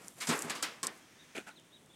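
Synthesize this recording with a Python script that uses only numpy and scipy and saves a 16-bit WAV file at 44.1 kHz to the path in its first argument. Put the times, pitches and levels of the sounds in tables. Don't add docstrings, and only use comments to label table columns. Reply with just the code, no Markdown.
import sys
import numpy as np
from scipy import signal
from scipy.fft import rfft, irfft
from scipy.io import wavfile
from scipy.ndimage import uniform_filter1d

SR = 44100
rng = np.random.default_rng(int(sys.argv[2]) if len(sys.argv) > 2 else 0)


def log_audio(samples):
    frames = np.atleast_2d(samples).T
    limited = np.clip(frames, -1, 1)
    pcm = np.round(limited * 32767).astype(np.int16)
    wavfile.write(sys.argv[1], SR, pcm)


N = 85995
TOP_HZ = 16000

# bass_db, treble_db, hollow_hz, hollow_db
PAT_EVENTS = [(0.2009, 0.012, -39, 0.15, -39, 0.021, 0.023, 0.11, -12, 2, 2220, -9.5),
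              (0.27, .001, -34, 0.08, -41, 0.0044, 0.0071, .12, -2, 2, 920, -4),
              (0.287, 0.0013, -33, 0.23, -30.5, 0.016, 0.034, 0.22, 2, -4.5, 1190, -21),
              (0.4958, 0.0024, -36, 0.082, -35.5, 0.0048, 0.012, 0.19, -6, 1, 1850, -17),
              (0.5506, .002, -47.5, 0.19, -49, 0.0055, 0.0093, 0.29, 8.5, 9.5, 1144, 1),
              (0.6247, 0.00066, -31.5, 0.07, -35.5, 0.0053, 0.0056, 0.19, -2.5, 7.5, 1330, -7.5),
              (0.8299, 0.00017, -34.5, 0.11, -41.5, .003, .005, 0.2, 6, 0, 1080, -2.5),
              (0.8686, .0002, -35, 0.023, -50, .003, 0.018, 0.16, 5.5, 0, 1840, -2)]


def undb(db):
    return 10 ** (np.asarray(db) / 20)


def unit(x):
    return x / np.sqrt(np.mean(x ** 2) + 1e-30)


def clock():
    return np.arange(N) / SR


def curve(points):
    return undb(np.interp(clock(), *np.array(points, float).T))


def noise(colour):
    hz, db = np.array(colour, float).T
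    gain = undb(np.interp(np.log(np.fft.rfftfreq(N, 1 / SR) + 1), np.log(hz), db))
    return unit(irfft(rfft(rng.standard_normal(N)) * gain, N))


def resonance(hz, width_hz):
    f = np.fft.rfftfreq(N, 1 / SR) + 1
    return unit(irfft(rfft(rng.standard_normal(N)) / (1 + 1j * (f - hz ** 2 / f) / width_hz), N))


def bands(x, count=10):
    centres = TOP_HZ / 2. ** np.arange(count)[::-1]
    spectrum, octave = rfft(x), np.log2(np.fft.rfftfreq(N, 1 / SR) + 1)
    return [(hz, irfft(spectrum * np.interp(octave, np.log2(centres), row), N))
            for hz, row in zip(centres, np.eye(count))]


def tone_gain(hz, bass_db, treble_db):
    return undb(bass_db / (1 + (hz / 800) ** 4) + treble_db / (1 + (2520 / hz) ** 4))


def flicker(rate_hz, depth_db):
    return unit(undb(depth_db * np.interp(clock() * rate_hz, np.arange(N), rng.standard_normal(N))))


def burst(start, rise, hold, fade):
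    age = clock() - start
    dying = np.exp(-np.log(1000) * np.maximum(age - rise - hold, 0) / fade)
    return np.clip(age / max(rise, 1e-4), 0, 1) * dying


def background():
    # pitch_hz, level_db
    air_colour = [(30, -13), (60, -7), (100, 0.5), (160, 7.5), (300, 5), (500, -1.5), (1000, -6.5),
                  (2000, -16), (3500, -6.5), (5000, -23.5), (8500, -11), (12000, -22), (16000, -24)]
    hiss_colour = [(300, -17), (1000, -6.5), (1900, 2.5), (3200, -5.5), (4500, -8), (6200, -3),
                   (7800, -13.5), (16000, -23)]
    # time_s, level_db
    hiss_levels = [(0, -79), (.7, -64.5), (1.0, -64), (1.12, -63.5), (1.33, -62.5), (1.55, -69),
                   (1.95, -73.5)]
    air = sum(band * flicker(rate_hz=24, depth_db=1) for _, band in bands(noise(air_colour)))
    return undb(-64) * air + noise(hiss_colour) * curve(hiss_levels)


def stroking():
    # time_s, rub_db, crinkle_db
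    strokes = [(0, -56.5, -66.5), (.075, -57.5, -59), (.15, -69.5, -67), (.19, -55, -56.5),
               (.26, -64, -52.5), (.38, -45, -48), (.46, -45.5, -55), (.49, -45, -64), (.6, -54, -67),
               (.72, -56, -67), (.81, -62, -79), (.97, -61, -64.5), (1.05, -71, -82)]
    # pitch_hz, level_db
    rub_colour = [(70, -25), (170, 0.5), (450, 1), (1200, -2), (2200, -4), (4000, -14), (8000, -14),
                  (16000, -45)]
    crinkle_colour = [(1000, -22), (4000, -8), (6000, -1), (8300, 1), (11500, -0.5), (16000, -20)]
    rub = noise(rub_colour) * flicker(rate_hz=56, depth_db=1)
    crinkle = noise(crinkle_colour) * flicker(rate_hz=1000, depth_db=3)
    rub_level = curve([(time, db) for time, db, _ in strokes])
    crinkle_level = curve([(time, db) for time, _, db in strokes])
    return rub * rub_level + crinkle * crinkle_level


def quills():
    # start_s, level_db, buzz_fade_s
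    flicks = [(0.0426, -49, 0.0078), (0.0469, -38.5, 0.0036), (.0824, -27.5, 0.0039), (0.3911, -26, 0.0084),
              (0.4212, -19.5, 0.005), (0.4233, -26, 0.0048), (0.429, -37, .012), (0.8693, -20.5, 0.0047),
              (1.598, -49, 0.0054), (1.861, -53.5, 0.0072)]
    # pitch_hz, level_db
    buzz_colour = [(300, -47), (3000, -49), (5000, -8), (6500, -6.5), (8300, 3.5), (11000, -10.5),
                   (16000, -27.5)]
    click_hz, buzz_db = 8450, -2.5
    out, buzz = 0, noise(buzz_colour)
    for start, db, fade in flicks:
        click = np.sin(2 * np.pi * click_hz * (clock() - start)) * burst(start, 0, 0, fade=0.00087)
        out += undb(db) * (click + undb(buzz_db) * buzz * burst(start, 0, 0, fade))
    return out


def snaps():
    # pitch_hz, level_db
    snap_colour = [(300, -6), (1000, -9), (2200, -25), (3500, -3), (5000, 0), (6500, 1), (8200, 4.5),
                   (9500, -3), (11500, -8.5), (14000, -19), (16000, -34)]
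    power = sum((undb(db) * burst(start, rise, hold=0.0027, fade=fade)) ** 2
                for start, rise, db, fade, *_ in PAT_EVENTS)
    return noise(snap_colour) * flicker(rate_hz=890, depth_db=3) * np.sqrt(power)


def rustles():
    # pitch_hz, level_db
    rustle_colour = [(70, -45), (150, -11), (300, 0.5), (600, -5), (1200, 0.5), (2200, 0), (3300, -4.5),
                     (5000, -7.5), (8000, -16), (11000, -18.5), (16000, -32)]
    pen_db, pen_fade_s = -8, 0.49
    out, octaves = 0, bands(noise(rustle_colour))
    for start, _, _, _, db, swell, hold, fade, _, _, hollow_hz, hollow_db in PAT_EVENTS:
        hollow = resonance(hollow_hz, width_hz=62)
        out += undb(db + hollow_db) * hollow * burst(start, swell, hold, fade)
    for hz, barbs in octaves:
        quicker = max(hz / 1000, 1) ** 0.21
        power = 0
        for start, _, _, _, db, swell, hold, fade, bass_db, treble_db, *_ in PAT_EVENTS:
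            near = burst(start, swell / quicker, hold / quicker, fade / quicker)
            pen = undb(pen_db) / quicker * burst(start, swell + 0.022, 0, pen_fade_s / quicker)
            power += (undb(db) * tone_gain(hz, bass_db, treble_db)) ** 2 * (near ** 2 + pen ** 2)
        out += barbs * np.sqrt(power)
    return out


def thumps():
    # start_s, level_db, rise_s, tilt_db_per_octave (above 0 favours high notes)
    palm_hits = [(0.287, -30, 0.0016, 1.5), (0.2917, -23, 0.0017, -0.5), (.444, -37.5, .004, -0.5),
                 (.497, -48, .003, -2), (.8325, -44, 0.0038, 6.5)]
    # pitch_hz, level_db, fade_s
    body_notes = [(119, -9, .11), (159.7, -3, 0.14), (238.4, -1, 0.1), (276, -15.5, 0.11),
                  (402.2, -9, 0.25), (677, -19, 0.34)]
    out, lowest_hz = 0, body_notes[0][0]
    for start, db, rise, tilt_db in palm_hits:
        ring, age = 0, clock() - start
        for hz, note_db, fade in body_notes:
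            gain = undb(note_db + tilt_db * np.log2(hz / lowest_hz))
            ring += gain * np.sin(2 * np.pi * hz * age) * burst(start, rise, 0, fade)
        out += undb(db) * ring / np.abs(ring).max()
    return out


def birds():
    # start_s, length_s, first_hz, middle_hz, last_hz, level_db
    chirps = [(1.001, 0.0706, 3350, 3200, 3080, -70), (1.184, 0.052, 3450, 3760, 3260, -62),
              (1.507, .016, 4350, 3920, 3350, -63), (1.552, .054, 4440, 3600, 2550, -60),
              (1.714, 0.066, 3150, 3844, 2990, -59.5), (1.891, 0.037, 3560, 3460, 3870, -64.5),
              (1.926, 0.027, 3970, 3440, 3000, -65)]
    waver_depth, echo_db = 0.0127, -6
    out = 0
    for start, length, first_hz, middle_hz, last_hz, db in chirps:
        progress = np.clip((clock() - start) / length, 0, 1)
        glide_hz = np.polyval(np.polyfit([0, .5, 1], [first_hz, middle_hz, last_hz], 2), progress)
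        waver = unit(uniform_filter1d(rng.standard_normal(N), size=100))
        phase = 2 * np.pi * np.cumsum(glide_hz * (1 + waver_depth * waver)) / SR
        out += undb(db) * np.sqrt(2) * np.sin(np.pi * progress) * np.sin(phase)
    echo = rng.standard_normal(N) * burst(0, rise=.01, hold=0, fade=.15)
    return out + undb(echo_db) * signal.fftconvolve(out, echo / np.linalg.norm(echo))[:N]


def scuffs():
    # start_s, rise_s, hold_s, fade_s, level_db, bass_db, treble_db,
    # low_ring_hz, low_ring_db, high_ring_hz, high_ring_db
    scrapes = [(1.3478, 0.0069, 0.026, 0.17, -44, 2, 2, 1520, -13, 2410, -5.5),
               (1.462, 0.014, 0.01, 0.14, -49, -11, -0.5, 825, -6, 1458, -1)]
    # pitch_hz, level_db
    grit_colour = [(80, -42), (130, -35), (200, 11.5), (400, -0.5), (800, 1.5), (1100, -12.5), (1450, 6),
                   (1950, -5), (2500, -1.5), (3400, -7), (5000, -16), (7500, -10.5), (11000, -18.5),
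                   (16000, -37)]
    # start_s, level_db, pitch_hz, fade_s
    knocks = [(1.3524, -36, 343, 0.007), (1.36, -45, 2550, 0.0065), (1.3686, -30, 2040, 0.0054),
              (1.3745, -33, 1600, 0.0046), (1.3803, -27.5, 2680, 0.004), (1.3842, -28.5, 330, 0.013)]
    out, octaves = 0, bands(noise(grit_colour) * flicker(rate_hz=506.4, depth_db=2.5))
    for start, rise, hold, fade, db, bass_db, treble_db, low_hz, low_db, high_hz, high_db in scrapes:
        grit = sum(band * tone_gain(hz, bass_db, treble_db) for hz, band in octaves)
        low_ring = undb(low_db) * resonance(low_hz, width_hz=124)
        high_ring = undb(high_db) * resonance(high_hz, width_hz=124)
        out += undb(db) * (grit + low_ring + high_ring) * burst(start, rise, hold, fade)
    for start, db, hz, fade in knocks:
        out += undb(db) * np.sin(2 * np.pi * hz * (clock() - start)) * burst(start, .5 / hz, 0, fade)
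    return out


def scene():
    contact = snaps() + rustles() + stroking() + thumps() + quills() + scuffs()
    bass_cut = signal.butter(2, 110, "high", fs=SR, output="sos")
    contact = signal.sosfiltfilt(bass_cut, contact, padtype="even")
    return (contact + birds() + background())[None]


def record(dry):
    return signal.sosfilt(signal.ellip(8, .2, 70, TOP_HZ, fs=SR, output="sos"), dry)


dry = scene()
out = record(dry)
log_audio(out)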